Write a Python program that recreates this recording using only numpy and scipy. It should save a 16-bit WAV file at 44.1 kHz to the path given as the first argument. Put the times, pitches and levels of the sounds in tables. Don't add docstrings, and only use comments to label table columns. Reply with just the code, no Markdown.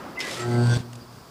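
import sys
import numpy as np
from scipy import signal
from scipy.fft import rfft, irfft
from scipy.io import wavfile
from scipy.ndimage import uniform_filter1d, map_coordinates

SR = 44100
rng = np.random.default_rng(int(sys.argv[2]) if len(sys.argv) > 2 else 0)


def store_pcm(level_fs):
    pcm = np.round(np.clip(level_fs, -1, 1) * 32767).astype(np.int16)
    wavfile.write(sys.argv[1], SR, np.atleast_2d(pcm).T)


N = 57330
BUZZ_HZ, STRIKE_S, OUT_S = 119.8, .2035, .775
STRIKE_WIDTH_HZ = 2800


def undb(db):
    return 10 ** (np.asarray(db) / 20)


def clock():
    return np.arange(N) / SR


def unit(x):
    return x / np.sqrt(np.mean(x ** 2))


def swell(curve):
    t = clock()
    s, db = np.array(curve).T
    return np.where((t >= s[0]) & (t <= s[-1]), undb(np.interp(t, s, db)), 0)


def colour(x, points):
    hz, db = np.array(points).T
    size = 2048
    freqs = np.maximum(np.arange(size // 2 + 1) * SR / size, 1)
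    gain = undb(np.interp(np.log(freqs), np.log(hz), db))
    cepstrum = irfft(np.log(gain))
    cepstrum[1:size // 2] *= 2
    cepstrum[size // 2 + 1:] = 0
    return signal.fftconvolve(x, irfft(np.exp(rfft(cepstrum))))[:N]


def band(x, hz, width):
    b, a = signal.iirpeak(hz, hz / width, fs=SR)
    return unit(signal.lfilter(b, a, signal.lfilter(b, a, x)))


def walk(hz):
    k = max(int(SR / hz), 2)
    steps = np.repeat(rng.standard_normal(N // k + 1), k)
    return unit(uniform_filter1d(steps, k))[:N]


def background():
    # (frequency [Hz], gain [dB])
    air_colour = [(25, -30), (55, -5.5), (150, 0.5), (520, -7.5), (1150, -7), (1550, -13.5), (2100, -20),
                  (4000, -21), (4800, -14), (6000, -22.5), (15000, -30.5)]
    rush_colour = [(40, -25.5), (320, 1.5), (500, -6), (1200, -5.5), (2000, -17), (10000, -44)]
    # (time [s], level [dB])
    rush_level = [(0, -37.5), (.12, -42), (.3, -39), (1.3, -66)]
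    t = clock()
    air = unit(colour(rng.standard_normal(N), air_colour)) * undb(-47 + .5 * walk(12.41))
    rush = unit(colour(rng.standard_normal(N), rush_colour))
    rush *= undb(np.interp(t, *np.array(rush_level).T) + walk(27.1))
    whine = undb(-70) * unit(np.sin(2 * np.pi * 14993 * t))
    return air + rush + whine


def yard(x, t60_s=.7):
    # (delay [s], gain [dB])
    paths = [(0.035, -9.5), (0.2504, -20.5), (0.446, -29.5)]
    t = clock()
    dull = signal.sosfilt(signal.butter(1, 550, fs=SR, output="sos"), x)
    echoes = sum(undb(db) * np.interp(t - delay, t, dull, left=0) for delay, db in paths)
    thin = signal.sosfilt(signal.butter(2, 300, "high", fs=SR, output="sos"), x)
    tail = rng.standard_normal(N) * np.exp(-np.log(1000) * t / t60_s)
    return echoes + undb(-21) * signal.fftconvolve(thin, tail / np.linalg.norm(tail))[:N]


def spits():
    # (time [s], level before filtering [dB], length [s])
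    puffs = [(.9315, -40.5, .0025), (.9545, -45.5, .005), (1.126, -52, .003)]
    # (frequency [Hz], gain [dB])
    puff_colour = [(700, -9), (2100, 1), (5000, 2.5), (8000, 3), (15000, -26)]
    t = clock()
    gate = sum(undb(db) * (t >= s) * np.exp(-((t - s) / length) ** 2 / 2) for s, db, length in puffs)
    return colour(gate * rng.standard_normal(N), puff_colour) * np.sqrt(2)


def whistles(attack_s=.008, release_s=.011):
    # (time [s], length [s], frequency [Hz], rms deviation [Hz], level [dB])
    tones = [(.158, .012, 2620, 120, -45), (.17, .04, 2030, 26, -31), (.211, .085, 2005, 55, -38.5),
             (.203, .007, 5260, 70, -32), (.222, .04, 1690, 25, -41), (.305, .027, 5200, 110, -42),
             (.364, .083, 1318, 25, -41.5), (.368, .089, 1900, 65, -42.5), (.393, .038, 7505, 85, -45),
             (.501, .064, 2013, 60, -45.5), (1.008, .012, 4790, 119, -51)]
    t, out = clock(), 0
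    for start, length, hz, deviation, db in tones:
        attack = np.clip((t - start) / attack_s, 0, 1)
        release = np.exp(-np.maximum(t - start - length, 0) / release_s)
        tone = np.sin(2 * np.pi * np.cumsum(hz + deviation * walk(700)) / SR)
        out = out + undb(db) * attack * release * unit(tone * (1 + .3 * walk(260)))
    return out


def decay(start, decay_s):
    age = clock() - start
    return (age >= 0) * np.exp(-np.abs(age) / decay_s)


def snaps():
    # (time [s], peak level [dB])
    events = [(.1925, -22.5), (.2048, -18), (.2512, -20), (.2714, -21), (.346, -24), (.6697, -26),
              (.773, -25), (.794, -31), (.8075, -33)]
    # (frequency [Hz], gain [dB])
    snap_colour = [(300, -2), (5500, 0), (11000, -8), (15000, -19)]
    out = 0
    for s, db in events:
        fizz = undb(-14) * rng.standard_normal(N) * decay(s, decay_s=.0005)
        crack = colour(signal.unit_impulse(N, round(s * SR)) + fizz, snap_colour)
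        out = out + undb(db) * crack / np.abs(crack).max()
    return out


def strike():
    noise = band(rng.standard_normal(N), hz=2950, width=STRIKE_WIDTH_HZ)
    return undb(-28) * noise * decay(STRIKE_S, decay_s=.019)


def restrikes(first_s=.745, decay_s=.001):
    t = clock()
    age = (t - first_s) % (1 / BUZZ_HZ)
    gate = (t >= first_s) * (t < OUT_S) * np.exp(-age / decay_s)
    return undb(-31) * gate * band(rng.standard_normal(N), hz=4200, width=STRIKE_WIDTH_HZ)


def zing(phase, depth):
    # (frequency [Hz], width [Hz], relative level [dB], peak time [s], spread [s])
    bright_bands = [(3380, 380, -2, .745, .033), (4600, 310, -1, .62, .18), (5720, 280, -3.5, .732, .03),
                    (6200, 250, -6, .733, .016), (8150, 480, -6, .72, .25)]
    t = clock()
    ripple = irfft(np.exp(2j * np.pi * rng.random(round(SR / BUZZ_HZ) // 2 + 1)))
    cycle = (phase / (2 * np.pi) + .003 * walk(BUZZ_HZ)) % 1
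    repeated = map_coordinates(ripple, [cycle * len(ripple)], mode="grid-wrap")
    surges = repeated * np.exp(depth * np.cos(phase)) * undb(2 * walk(BUZZ_HZ))
    bands = sum(undb(db) * band(surges, hz, width) * np.exp(-((t - s) / spread) ** 2 / 2)
                for hz, width, db, s, spread in bright_bands)
    return bands * (t < OUT_S)


def sparks(phase, depth, per_s=5000, spread_db=1.5):
    hits = (rng.random(N) < per_s / SR) * rng.choice([-1, 1], N)
    sizes = undb(spread_db * np.minimum(rng.exponential(size=N), 4))
    return hits * sizes * np.exp(depth * np.cos(phase))


def crackle(phase):
    # (time [s], level [dB])
    short_level = [(.192, -42), (.225, -37), (.26, -38.5), (.275, -35.5), (.335, -33.5), (.36, -36.5),
                   (.412, -36.5), (.455, -47.5), (.55, -46.5)]
    long_level = [(.36, -47), (.44, -50), (.65, -44.5), (.74, -39.5), (.772, -40.5), (.777, -45),
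                  (.805, -45), (.84, -62)]
    # (frequency [Hz], gain [dB])
    short_colour = [(50, -47), (150, -8.5), (550, 1), (800, -12), (2100, -5.5), (4500, -7.5), (7500, -13),
                    (10000, -18), (13000, -27.5), (15000, -35)]
    long_colour = [(700, -15), (1500, -0.5), (2300, -4), (3800, -1.5), (5200, -6.5), (9200, -11.5),
                   (15000, -45)]
    sputter = unit(colour(sparks(phase, depth=.075), short_colour)) * undb(.9 * walk(BUZZ_HZ))
    sizzle = unit(colour(sparks(phase, depth=.16), long_colour)) + zing(phase, depth=.55)
    return sputter * swell(short_level) + sizzle * swell(long_level)


def partials(phase, table, smear_rad, waver_db):
    return unit(sum(undb(db + waver_db * walk(24.45)) * np.cos(k * phase - smear_rad * k ** 2)
                    for k, db in table))


def buzz(phase):
    # (time [s], level [dB])
    fundamental_level = [(.3, -56), (.39, -44), (.46, -29.5), (.55, -23.5), (.68, -18), (.73, -19.5),
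                         (.752, -27), (.771, -18.5), (.779, -46)]
    octave_level = [(.41, -46.5), (.47, -36.5), (.54, -26.5), (.61, -23), (.72, -29), (.771, -42),
                    (.779, -73)]
    growl_level = [(.34, -52), (.39, -38), (.47, -30), (.54, -25.5), (.61, -27), (.67, -39), (.771, -39),
                   (.779, -65)]
    rasp_level = [(.42, -49), (.53, -42.5), (.6, -38), (.68, -37), (.735, -30.5), (.755, -40), (.775, -45)]
    flutter_level = [(.3, -51), (.45, -43), (.54, -35.5), (.772, -33), (.781, -34), (.83, -55)]
    # (harmonic number, relative level [dB])
    growl_partials = [(3, 0), (4, -17), (5, -18), (6, -10), (7, -12), (11, -16)]
    rasp_partials = [(4, 0), (5, -9), (9, -5.5), (12, 2), (13, 6), (14, -7.5)]
    # (frequency [Hz], gain [dB])
    flutter_colour = [(50, -19), (85, -10.5), (160, 10), (300, 2.5), (1000, -5), (2000, -38)]
    hum = np.cos(phase) * swell(fundamental_level) + np.cos(2 * phase) * swell(octave_level)
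    growl = partials(phase, growl_partials, smear_rad=.299, waver_db=1.4) * swell(growl_level)
    rasp = partials(phase, rasp_partials, smear_rad=0, waver_db=-.9) * swell(rasp_level)
    flutter = unit(colour(rng.standard_normal(N), flutter_colour)) * swell(flutter_level)
    shimmer = undb(.5 * walk(BUZZ_HZ))
    return (np.sqrt(2) * hum + growl + rasp) * shimmer + flutter


def scene():
    jitter_cycles = .0025 * walk(60.6)
    phase = 2 * np.pi * (BUZZ_HZ * (clock() - STRIKE_S) + jitter_cycles)
    arc = strike() + buzz(phase) + crackle(phase) + whistles() + restrikes() + snaps() + spits()
    return (arc + yard(arc) + background())[None]


def record(dry):
    return signal.sosfilt(signal.ellip(10, .2, 80, 15400, fs=SR, output="sos"), dry)


dry = scene()
out = record(dry)
store_pcm(out)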